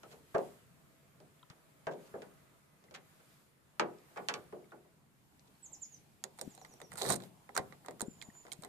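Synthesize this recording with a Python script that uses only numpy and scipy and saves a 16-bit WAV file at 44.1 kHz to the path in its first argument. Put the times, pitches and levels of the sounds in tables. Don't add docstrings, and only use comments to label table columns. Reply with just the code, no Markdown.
import sys
import numpy as np
from scipy import signal
from scipy.fft import rfft, irfft, next_fast_len
from scipy.io import wavfile
from scipy.ndimage import uniform_filter1d, map_coordinates

SR = 44100
rng = np.random.default_rng(int(sys.argv[2]) if len(sys.argv) > 2 else 0)


def generate_wav(signal):
    frames = np.transpose(np.atleast_2d(signal))
    scaled = np.clip(frames, -1, 1) * 32767
    pcm = np.round(scaled).astype(np.int16)
    wavfile.write(sys.argv[1], SR, pcm)


def makeup_ratio(level_db):
    decades = np.asarray(level_db, float) / 20
    return 10 ** decades


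N = 382788
TOP_HZ = 14700

# (time [s], push [dB])
KEY_PUSH = [
    (6.965, -73),
    (6.974, -44),
    (7.035, -41),
    (7.067, -38.5),
    (7.099, -31.5),
    (7.143, -34.5),
    (7.152, -71),
    (7.163, -45),
    (7.18, -92),
]


def unit(x):
    return x / np.sqrt(np.mean(x ** 2) + 1e-20)


def along(points, hz):
    f, v = np.transpose(points)
    return np.interp(np.log(hz + 1), np.log(f + 1), v)


def add(out, s, sound):
    part = out[:, round(s * SR):][:, :sound.shape[1]]
    part += sound[:, :part.shape[1]]


def rush(spectrum, patchy_db):
    # (frequency [Hz], correlation [-1 to 1])
    alike = [(60, 0.32), (180, 0.7), (550, 0.33), (1650, -0.06), (4970, 0.02), (15000, -0.06)]
    z = signal.stft(rng.standard_normal((2, N + SR)), nperseg=512)[2]
    field = uniform_filter1d(rng.standard_normal(z.shape[1:]), size=6, axis=0)
    field = uniform_filter1d(field, size=14, axis=1)
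    m = next_fast_len(N + SR // 2)
    noise = signal.istft(z * makeup_ratio(patchy_db * unit(field)), nperseg=512)[1]
    pair = rfft(noise[:, :m])
    hz = np.fft.rfftfreq(m, 1 / SR)
    colour = makeup_ratio(along(spectrum, hz)) * (hz < TOP_HZ)
    turn = np.arccos(np.clip(along(alike, hz), -1, 1)) / 2
    mid, side = irfft(pair * colour * [np.cos(turn), np.sin(turn)], m)[:, :N]
    return unit(np.array([mid + side, mid - side]))


def air():
    # (time [s], hiss level [dB])
    hiss_curve = [(0.0, -78.5), (1.04, -81), (1.91, -80), (2.03, -75), (2.7, -82.5), (3.14, -79.5),
                  (3.58, -84.5), (4.23, -75.5), (5.05, -85), (5.75, -78), (6.28, -81.5), (6.48, -75),
                  (6.91, -79), (7.11, -76), (7.25, -79.5), (8.68, -77)]
    # (middle [s], length [s], rumble [dB], rustle [dB])
    grips = [(0.12, 0.25, -79, -75), (0.447, 0.52, -78, -72.5), (3.098, 0.22, -74, -88),
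             (3.33, 0.56, -97, -79), (4.39, 0.11, -63, -88), (5.955, 0.25, -77, -92.5),
             (6.45, 0.31, -66, -86), (6.931, 0.1, -56, -72), (7.02, 0.11, -58, -65),
             (7.113, 0.15, -38.5, -80), (7.244, 0.15, -66, -69.5), (7.704, 0.36, -67, -85),
             (8.234, 0.34, -70, -100)]
    # (from [s], to [s])
    outside = (4.8, 5.28)
    # (frequency [Hz], density [dB per Hz])
    rumble_colour = [(15, -57.5), (25, -36), (76, -5), (102, -7.5), (116, -6), (135, 2.5), (216, -6),
                     (320, -16), (420, -34), (700, -120)]
    indoor_town = [(160, -19), (280, -4.5), (379, -6.5), (590, -9.5), (650, -5.5), (720, -12), (921, -12.5),
                   (1270, -10), (1510, -13.5), (2500, -18.5), (3250, -40), (5500, -120)]
    street = [(160, -14), (280, -4.5), (572, -12), (627, -10), (774, -7.5), (1080, -11), (1220, -18.5),
              (2500, -24), (3250, -35), (5500, -120)]
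    hiss_colour = [(1290, -4), (2200, -4), (3110, -4.5), (5480, -8), (6160, -9.5), (6660, -6),
                   (10700, -6.5), (14400, -8.5)]

    t = np.arange(N) / SR
    hiss_db = np.interp(t, *np.transpose(hiss_curve))
    gain_db = hiss_db - hiss_db.mean()
    s, length, *grip_db = np.transpose(grips)[:, :, None]
    swell = np.clip(1 - np.abs(2 * (t - s) / length), 0, 1) ** 2
    shake, rustle = ((makeup_ratio(db) * swell).sum(0) for db in grip_db)
    drift_db = [np.interp(4 * t, np.arange(60), rng.standard_normal(60)) for layer in range(2)]
    rumble = makeup_ratio(-69 + 0.22 * gain_db + 1.15 * drift_db[0]) + shake
    town = makeup_ratio(-73.5 + 0.83 * gain_db + 0.29 * drift_db[1])
    hiss = makeup_ratio(hiss_db + 3.0) + rustle
    turn = np.interp(t, outside, (0, np.pi / 2))
    traffic = np.cos(turn) * rush(indoor_town, 1.5) + np.sin(turn) * rush(street, 3.4)
    out = makeup_ratio(-1.0) * rumble * rush(rumble_colour, 1.3)
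    out += makeup_ratio(3.5) * town * traffic
    return out + makeup_ratio(5.5) * hiss * rush(hiss_colour, 1.0)


def hum():
    # (frequency [Hz], level [dB], start [s], end [s])
    far_tones = [
        (146, -77, 0.6, 3.45),
        (660, -84, 0.66, 2.7),
        (2020, -83.5, 1.8, 2.8),
        (1270, -83, 2.1, 3.1),
        (7950, -89, 0.63, 0.95),
    ]
    t = np.arange(N) / SR
    out = np.zeros((2, N))
    for hz, db, start, end in far_tones:
        sway = [np.interp(25 * t, np.arange(230), row) for row in rng.standard_normal((4, 230))]
        sway = np.array(sway)
        tone = sway[:2] * np.sin(2 * np.pi * hz * t) + sway[2:] * np.cos(2 * np.pi * hz * t)
        out += makeup_ratio(db) * np.clip(np.minimum(t - start, end - t) / .08, 0, 1) * tone
    return out


def note(length, top_hz, end_hz, bend, lift_hz, lift_s, swell, early, hoarse_hz, flutter_db, dip_db=0):
    t = np.arange(0, length, 1 / SR)
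    u = t / length
    waver, flutter = map_coordinates(rng.standard_normal(400), [[250 * t + 2, 120 * t + 200]])
    hz = top_hz - (top_hz - end_hz) * u ** bend - lift_hz * np.exp(-t / lift_s) + hoarse_hz * waver
    dip = dip_db * np.exp(-((hz - 6300) / 230) ** 2)
    loudness = np.abs(np.sin(np.pi * u ** early)) ** swell * makeup_ratio(flutter_db * flutter - dip)
    return (loudness * np.sin(2 * np.pi * np.cumsum(hz) / SR))[None]


def bird():
    # (time [s], length [s], top [Hz], end [Hz], level [dB])
    near_chirps = [
        (5.623, 0.055, 7950, 5650, -53.5),
        (5.715, 0.046, 7830, 4630, -52),
        (5.808, 0.053, 7520, 4450, -54),
        (5.905, 0.073, 7090, 4330, -57),
    ]
    far_chirps = [
        (6.414, 0.039, 7800, 5540, -66.5),
        (6.497, 0.052, 7700, 5450, -66.5),
        (6.585, 0.052, 7350, 5400, -66),
        (6.684, .058, 7150, 5500, -66),
        (6.799, 0.066, 7100, 5450, -66.5),
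    ]
    whistles = [
        (8.052, 0.1, 7250, 6750, -67),
        (8.186, .087, 7140, 6750, -61.5),
        (8.333, 0.081, 7080, 6700, -63),
        (0.53, .065, 11000, 7850, -96),
        (0.59, .09, 8000, 7800, -88),
    ]
    slap_s, slap_db = 0.039, -7.5
    dry = np.zeros((1, N))
    for s, length, top_hz, end_hz, db in near_chirps:
        chirp = note(length, top_hz, end_hz, bend=1.85, lift_hz=1300, lift_s=0.002,
                     swell=1.2, early=0.9, hoarse_hz=55, flutter_db=4.0)
        add(dry, s, makeup_ratio(db + 4) * chirp)
    for k, (s, length, top_hz, end_hz, db) in enumerate(far_chirps):
        call = note(length, top_hz, end_hz, dip_db=16, bend=1.4 - .19 * k, lift_hz=150, lift_s=0.0017,
                    swell=0.3, early=1.4, hoarse_hz=35, flutter_db=2)
        call = makeup_ratio(db + 5) * call
        add(dry, s, call)
        add(dry, s + slap_s, makeup_ratio(slap_db - 2.0) * call)
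    for s, length, top_hz, end_hz, db in whistles:
        whistle = note(length, top_hz, end_hz, bend=4.3, lift_hz=420, lift_s=0.0064,
                       swell=0.37, early=1.2, hoarse_hz=18, flutter_db=2.7)
        whistle = makeup_ratio(db + 3.0) * whistle
        add(dry, s, whistle)
        add(dry, s + slap_s, makeup_ratio(slap_db) * whistle)
    t = np.arange(SR // 3) / SR
    echo = rng.standard_normal((2, len(t))) * makeup_ratio(-60 * t / 0.2) * (t > .004)
    wet = signal.fftconvolve(dry, echo / np.linalg.norm(echo[0]), axes=1)[:, :N]
    return dry * makeup_ratio([[-3], [3]]) + makeup_ratio(-3.5) * wet


def garage(x):
    # (frequency [Hz], level [dB])
    tail_colour = [(160, -9.5), (400, -5.5), (1200, -4.5), (3000, -12), (10000, -15)]
    t = np.arange(SR) / SR
    tail = rng.standard_normal((2, SR)) * makeup_ratio(-60 * t / 0.44) * (t > .01)
    tail = irfft(rfft(tail) * makeup_ratio(along(tail_colour, np.fft.rfftfreq(SR, 1 / SR))), SR)
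    return makeup_ratio(-25) * signal.fftconvolve(x, tail / np.linalg.norm(tail[0]), axes=1)[:, :N]


def blips(table, damping, gain_db, pan_db):
    out = np.zeros((2, N))
    t = np.arange(SR // 20) / SR
    for s, db, hz in table:
        cycles = damping * hz * t
        pulse = np.sin(2 * np.pi * hz * t) * cycles * np.exp(-cycles)
        add(out, s, makeup_ratio(db + gain_db) * makeup_ratio([[pan_db], [-pan_db]]) * pulse)
    return out


def bumps():
    # (time [s], peak [dB], frequency [Hz])
    soft_pushes = [(0.3465, -41, 160), (1.869, -48, 150), (2.141, -55, 160), (3.797, -46, 190),
                   (4.527, -56, 190), (1.503, -52.5, 143), (6.465, -48, 247), (6.476, -39, 237),
                   (6.841, -52, 370), (7.598, -40.5, 173), (8.025, -38.5, 230), (8.082, -37.5, 236),
                   (8.286, -47.5, 213), (8.59, -49.5, 170)]
    short_ticks = [(1.3937, -66, 3400), (1.4287, -57, 3770), (1.4295, -59, 3200), (4.7087, -64, 3650),
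                   (5.5513, -69, 4270), (6.5574, -70, 3770), (6.567, -65, 3950), (6.599, -66, 4000),
                   (6.5765, -67, 4020), (6.5869, -61, 4140), (6.6129, -61, 4030), (0.0318, -54, 1387),
                   (0.0404, -54, 1290), (0.0544, -58, 1310), (1.4292, -59, 1010), (1.4299, -59.5, 1320),
                   (2.8848, -62.5, 2020), (4.6424, -65, 2200)]
    tip_rings = [(6.2393, -32, 6760), (6.2395, -48.5, 1880), (6.2395, -47.5, 3350), (6.4127, -40, 5500),
                 (7.5765, -32.5, 1550), (7.5648, -34.5, 5700), (8.0067, -37.5, 6940), (7.4925, -51, 800),
                 (7.5765, -35.5, 4330), (7.577, -38, 5100), (8.2155, -45, 3370), (8.2243, -48.5, 2110),
                 (6.5775, -56.5, 760), (6.616, -56, 756), (6.6485, -55, 2050), (6.818, -54, 3640),
                 (8.0175, -45, 4070), (8.3, -58, 1860), (8.8, -55, 2450), (7.7235, -55, 2000),
                 (8.2155, -50, 2450), (6.9175, -60, 2020), (8.518, -46.5, 2200), (8.5185, -43, 3200)]
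    out = blips(soft_pushes, damping=2.23, gain_db=9.5, pan_db=6.0)
    out += blips(short_ticks, damping=.3, gain_db=10, pan_db=1.5)
    return out + blips(tip_rings, damping=.3, gain_db=10, pan_db=-4)


def scrape():
    # (frequency [Hz], density [dB per Hz])
    brass_colour = [(300, -21), (1800, -3), (2800, -29), (3900, -2), (5400, -11), (8700, -9),
                    (11500, -10.5), (13800, -16)]
    t = np.arange(N) / SR
    grit_db = 6 * np.interp(700 * t, np.arange(7000), rng.standard_normal(7000))
    push_db = np.interp(t, *np.transpose(KEY_PUSH), left=-200, right=-200)
    return makeup_ratio(push_db - 12 + grit_db) * makeup_ratio([[-5], [4]]) * rush(brass_colour, 3.1)


def door():
    # (frequency [Hz], level [dB], T60 [s], swell [ms])
    spring_modes = [(370, -10.5, 0.4, 11), (409, 3, .14, 2), (449.5, 2.5, 0.21, 13), (494, 0, 0.22, 13),
                    (542, 3.5, 0.21, 14.5), (586, -0.5, 0.26, 19), (660.4, 5, 0.13, 2.5),
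                    (704, -3.5, 0.21, 11), (725, -5.5, 0.23, 9.5), (832, -14, .12, 3.6),
                    (905, -18, .27, 9.2), (1015, -26, 0.19, 6.7), (1110, -21, .14, 3), (1192, -21, .18, 3)]
    lever_modes = [(332.7, 0, 0.28, 13), (363, -1, 0.35, 13), (409.8, 0, .25, 12), (485, -4, 0.27, 16),
                   (584, -2.5, 0.24, 5), (717, -4.5, 0.32, 4), (844, -1.5, .18, 1.5),
                   (1115, -2.5, 0.2, 1.3), (1190, -7, 0.26, 1.5), (1320, -13, .2, 1.2),
                   (1460, -6, 0.17, 1.2), (1820, -15, .12, .8), (2300, -9, .1, .6), (2580, -13, 0.065, .6)]
    lock_modes = [(203, -12, .15, 23), (389.7, 2.5, 0.23, 7.3), (438, -2, .16, 7), (527.5, -1.5, 0.26, 5),
                  (649, -7.5, .15, 3.5), (757, 0, 0.2, 2.3), (912, -14, .2, 2.2), (1050, -8, 0.16, 1.5)]
    # (time [s], level [dB], loss [dB per octave up])
    spring_blows = [
        (0.3476, -30, -4),
        (1.2017, -80, -3),
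        (1.8687, -38.5, -4.5),
        (2.1396, -43.5, 0.5),
        (2.9098, -67, 5),
    ]
    lever_blows = [
        (3.7963, -35.5, 1),
        (4.173, -47, -2),
        (4.2854, -48, -5),
        (4.339, -51.5, -5.5),
        (4.5254, -49.5, 8.5),
        (4.7192, -54, 5),
    ]
    lock_blows = [
        (6.2394, -57.5, 5.5),
        (7.0192, -38.5, 3),
        (7.0516, -51, 3),
        (7.0887, -42, 3),
        (7.1012, -40.5, 2),
        (7.1226, -52, 8),
        (7.5768, -41.5, -4.5),
        (8.0067, -53, -1),
    ]
    out = np.zeros((2, N))
    t = np.arange(SR * 2 // 5) / SR
    places = ((spring_modes, spring_blows, 0.1), (lever_modes, lever_blows, -0.6),
              (lock_modes, lock_blows, -1.5))
    for modes, blows, pan_db in places:
        hz, level, t60, swell_ms = np.transpose(modes)[:, :, None]
        fade = makeup_ratio(level - 60 * t / t60) * (1 - np.exp(-1000 * t / swell_ms)) ** 2
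        start = 2 * np.pi * rng.random(hz.shape)
        for s, db, loss_db in blows:
            size, phase, apart = rng.standard_normal((3, len(modes), 1))
            angle = 2 * np.pi * hz * t + start + .4 * phase
            ring = fade * makeup_ratio(db + 1.1 * size - loss_db * np.log2(hz / 500))
            ears = [makeup_ratio(ear * pan_db) * (ring * np.sin(angle + ear * 0.25 * apart)).sum(0) for ear in (1, -1)]
            add(out, s, np.array(ears))
    return out


def metal(when, levels, ring_hz, rise_ms, tone, t60, side, crack, crack_ms, ring_db, spread, lag_ms, fill_ms):
    count = 240
    t = np.arange(SR // 4) / SR
    place = (np.arange(count) + rng.random(count)) / count
    hz = (80 ** .4 + (TOP_HZ ** .4 - 80 ** .4) * place) ** 2.5
    life = along(t60, hz) * makeup_ratio(.6 * rng.standard_normal(count))
    fade = makeup_ratio(-60 * t / life[:, None])
    fade *= 1 + crack * np.exp(-1000 * t / crack_ms) * np.minimum(1, hz[:, None] / 3000)
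    fade *= 1 - np.exp(-1000 * t / fill_ms * (hz[:, None] / 500) ** 2)
    angle = 2 * np.pi * hz[:, None] * t
    ring = np.vstack([fade * np.sin(angle), fade * np.cos(angle)]).astype(np.float32)

    reach = np.array([along(list(zip((600, 1400, 4000, 8500), row)), hz) for row in levels])
    near = ring_db * np.exp(-(np.log(hz / ring_hz[:, None]) / 0.076) ** 2)
    rise = rise_ms[:, None] / 1000 + 2e-5
    draw = rng.standard_normal((len(when), 3, count))
    size = makeup_ratio(reach + near + along(tone, hz) + 1.95 * draw[:, 0]) * (hz / 1000) ** -.2 / np.sqrt(count)
    phase = spread * draw[:, 1] - 2 * np.pi * hz * rise
    apart = np.pi * hz * lag_ms / 1000 + draw[:, 2] * (0.34 + .5 * np.minimum(1, hz / 1200))
    balance = makeup_ratio(np.outer([.5, -.5], along(side, hz)))[:, None]
    ears = balance * size * np.exp(1j * np.array([phase - apart, phase + apart]))
    sounds = np.concatenate([ears.real, ears.imag], axis=2).astype(np.float32) @ ring
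    out = np.zeros((2, N))
    for s, slow, sound in zip(when, rise, sounds.swapaxes(0, 1)):
        add(out, s, sound * (1 - np.exp(-t / slow)))
    return signal.sosfilt(signal.butter(3, 110, "high", fs=SR, output="sos"), out)


def latch():
    # (time [s], bracket peak [dB], panel [dB], tip [dB], ring [Hz])
    knocks = [(0.0325, -52, 0.5, -0.5, 1410), (0.3431, -37, 1, -24.5, 1130), (0.3476, -28.5, -4, -17, 1200),
              (0.3537, -29, -7, -24.5, 1195), (0.3815, -58.5, -7, 9, 1200), (0.3885, -46, 3.5, -13.5, 1000),
              (1.2017, -65.5, 11, 3.5, 1400), (1.4998, -50.5, -12, 0, 1270),
              (1.8687, -30.5, -4.5, -15, 1620), (2.1396, -43, 1.5, -27.5, 1610),
              (2.2193, -46.5, -3, -4.5, 1420), (2.8394, -71.5, 10, 9, 1990), (2.9098, -60.5, 9, 2.5, 1420),
              (3.2011, -58.5, -12, -10, 1440), (3.7959, -20, -10, -9, 1234), (3.985, -73, 3, 8.5, 1300),
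              (4.173, -35, -12.5, -15.5, 1030), (4.2856, -28.5, -12.5, 1, 1330),
              (4.2955, -34, -12.5, -7, 1300), (4.339, -38, -7, 4, 1500), (4.5251, -48.5, 7, -15.5, 1200),
              (4.7192, -46, -4.5, -19, 1440), (4.8482, -70.5, 9, -15, 1030), (5.3944, -85, -8, 24, 1225)]
    # (time [s], bracket peak [dB], panel [dB], tip [dB], length [ms])
    skids = [
        (0.103, -56.5, -1, -0.5, 25.6),
        (1.9094, -57, 12, 0, 30.7),
        (2.0514, -73, -3, 9, 24),
        (2.9396, -43, -18.5, -2, 27.2),
        (4.1548, -39, -5, -17, 25.4),
        (5.4544, -87, -1, 19, 28),
    ]
    # (frequency [Hz], level [dB])
    latch_tone = [(90, -20), (150, 1.5), (290, -1), (410, 9), (520, 5.5), (660, 6.5), (850, 7), (1000, 4),
                  (1200, 4), (1450, 5.5), (1750, 6.5), (2200, 6), (7000, 11), (14700, -8)]
    # (frequency [Hz], T60 [s])
    latch_t60 = [(120, 0.34), (400, 0.38), (700, 0.3), (1300, 0.13), (2500, 0.13), (6000, 0.067),
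                 (9000, 0.06), (14000, 0.019)]
    # (frequency [Hz], left minus right [dB])
    latch_side = [(60, 8), (240, 3.5), (950, -1.5), (3770, -1.5), (15000, -3.5)]
    skid = np.repeat(skids, 9, axis=0)
    place, size, pitch = rng.random((len(skid), 3)).T
    touch_s = skid[:, 0] + place * skid[:, 4] / 1000
    touch_db = skid[:, 1] - 12 + 6 * place + 5 * size
    touches = np.c_[touch_s, touch_db, skid[:, 2:4], 1000 + 3500 * pitch]
    s, db, panel_db, tip_db, ring_hz = np.vstack([knocks, touches]).T
    levels = np.c_[db + panel_db + 1.5, db - 1.5, db + tip_db - 8, db + tip_db - 11]
    rise_ms = 1.893 * makeup_ratio(-.3 * (tip_db + 20))
    return metal(s, levels, ring_hz, rise_ms, latch_tone, latch_t60, latch_side, crack=9.6, crack_ms=0.92,
                 ring_db=6.0, spread=2.7, lag_ms=0.14, fill_ms=3)


def key():
    # (time [s], pins peak [dB], panel [dB], barrel [dB], blade [dB])
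    on_barrel = [(6.648, -48.5, -14, 2, -2), (6.8156, -42, -9, -5, -9), (6.9182, -43.5, -14, 3.5, -11),
                 (7.0512, -41, 1, 11.5, -17), (7.2217, -51.5, 1, -14, 0), (7.2365, -47, -7, -13, -6),
                 (7.4915, -57.5, 4.5, 14.5, -10), (7.5762, -21, -15, -4, -11), (7.724, -58, 1, 14.5, 4.5),
                 (7.848, -60.5, 2, 14, -18), (7.861, -43.5, -13.5, -4.5, -10), (7.884, -47.5, 6.5, 5.5, 0),
                 (7.909, -44.5, -15, -4, -13), (8.2148, -50, -30, 0.5, 5), (8.2236, -40.5, -22.5, -9, -6),
                 (8.4667, -59.5, -7, 11, 1), (8.4816, -54.5, -6, 4, -10), (8.6473, -39, -8.5, -5.5, -13)]
    # (time [s], pins peak [dB], panel [dB], barrel [dB])
    on_blade = [
        (6.3928, -44, -12, -9),
        (6.5774, -53.5, -5, -1),
        (7.0148, -37, -4, 4),
        (7.0192, -26.5, -21, -20),
        (7.0318, -35.5, -5.5, -12),
        (7.0617, -36.5, 1.5, -23),
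        (7.2025, -49.5, -13, 6),
        (8.518, -35.5, -35, -12),
        (8.6354, -42, -10, -2.5),
    ]
    on_cover = [(6.2394, -29.5, -20.5, -11), (6.6144, -54.5, -1.5, -2), (6.7096, -62, 3, 1),
                (6.8019, -51.5, -4, 2), (7.1408, -33.5, -28, -5), (7.5524, -38, -9, -6),
                (7.5574, -45, -9, -2), (7.5705, -36, -11, -5), (7.5648, -30, -13, 9),
                (7.9964, -45, -30, -2), (8.0067, -29.5, -11.5, -4), (8.3505, -64, -3, 11),
                (8.4515, -61.5, 8, 12), (8.5323, -38, -35, -19)]
    on_pins = [(6.377, -57, -10, -2), (6.3876, -41, -13, -2.5), (6.4126, -28, -15, -20),
               (6.55, -46, -21, -30), (6.7382, -51, -9.5, -14), (6.9304, -47.5, -13.5, 1),
               (6.9369, -44.5, -6, -14), (6.9559, -41, -21, -1.5), (6.9785, -37, -17, -5),
               (7.0697, -44, -21, -18), (7.0887, -25.5, -9.5, -15), (7.1012, -24, -11, 0.5),
               (7.1035, -21.5, -16.5, -8.5), (7.1065, -28, -17, -0.5), (7.0805, -39, -11, -9),
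               (7.0955, -29, -6, -12), (7.1125, -40, -15, -8), (7.1305, -30, -16, -17),
               (7.1365, -34, -25, -15), (7.0425, -38, -9, -10), (6.9855, -39.5, -15, 2.5),
               (7.1225, -23, -19, -22), (7.156, -35, -29, -25), (7.1605, -30.5, -32, -22),
               (7.5483, -46, -16, -10), (8.0163, -27, -17.5, -30), (8.525, -33.5, -23, -17),
               (8.6222, -43.5, -11, -7)]
    # (panel [dB], barrel [dB], blade [dB])
    spray_colour = (-14, -11.5, -8.5)
    # (frequency [Hz], level [dB])
    lock_tone = [(90, -12), (180, -2.5), (290, -4), (400, 5.5), (760, 8.5), (1000, 6), (1500, 2.5),
                 (2100, 2.5), (2800, -7.5), (3900, 8.5), (5500, -1), (7000, 2), (8800, 0.5), (11000, -11.5),
                 (14700, -12.5)]
    # (frequency [Hz], T60 [s])
    lock_t60 = [(120, 0.65), (500, 0.22), (1300, 0.072), (2500, 0.1), (6000, 0.062), (14000, 0.034)]
    # (frequency [Hz], left minus right [dB])
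    lock_side = [(60, -1), (150, 8), (380, 1), (950, 1.5), (2380, -6), (5980, -9), (15000, -23)]
    s, db = np.transpose(KEY_PUSH)
    draw = rng.random((70, 3))
    when = s[0] + (s[-1] - s[0]) * (np.arange(len(draw)) + draw[:, 0]) / len(draw)
    size_db = np.interp(when, s, db) - 8.0 + 9 * draw[:, 1]
    pitch_hz = np.where(draw[:, 2] < .45, 3950, 8700) * (1 + .1 * (draw[:, 2] % .45 - .22))
    spray = np.c_[when, size_db, np.tile(spray_colour, (len(when), 1)), pitch_hz]
    clicks = [(*row, -7, 4000) for row in on_blade]
    clicks += [(*row, -11.5, 6900) for row in on_cover]
    clicks += [(*row, -15.5, 8760) for row in on_pins]
    clicks += [(*row, 2000) for row in on_barrel]
    s, db, panel_db, barrel_db, blade_db, ring_hz = np.vstack([clicks, spray]).T
    levels = np.c_[db + panel_db + 1.5, db + barrel_db - 2.5, db + blade_db - 6, db - 8]
    return metal(s, levels, ring_hz, np.full(len(s), 0.288), lock_tone, lock_t60, lock_side, crack=6,
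                 crack_ms=1.4, ring_db=8.0, spread=1.9, lag_ms=0.14, fill_ms=1.5)


def scene():
    hits = door() + latch() + key()
    return air() + hum() + bird() + garage(hits) + bumps() + scrape() + hits


def low_pass(x):
    return signal.sosfilt(signal.butter(12, 15790, fs=SR, output="sos"), x)


def record(dry):
    return low_pass(dry)


dry = scene()
out = record(dry)
generate_wav(out)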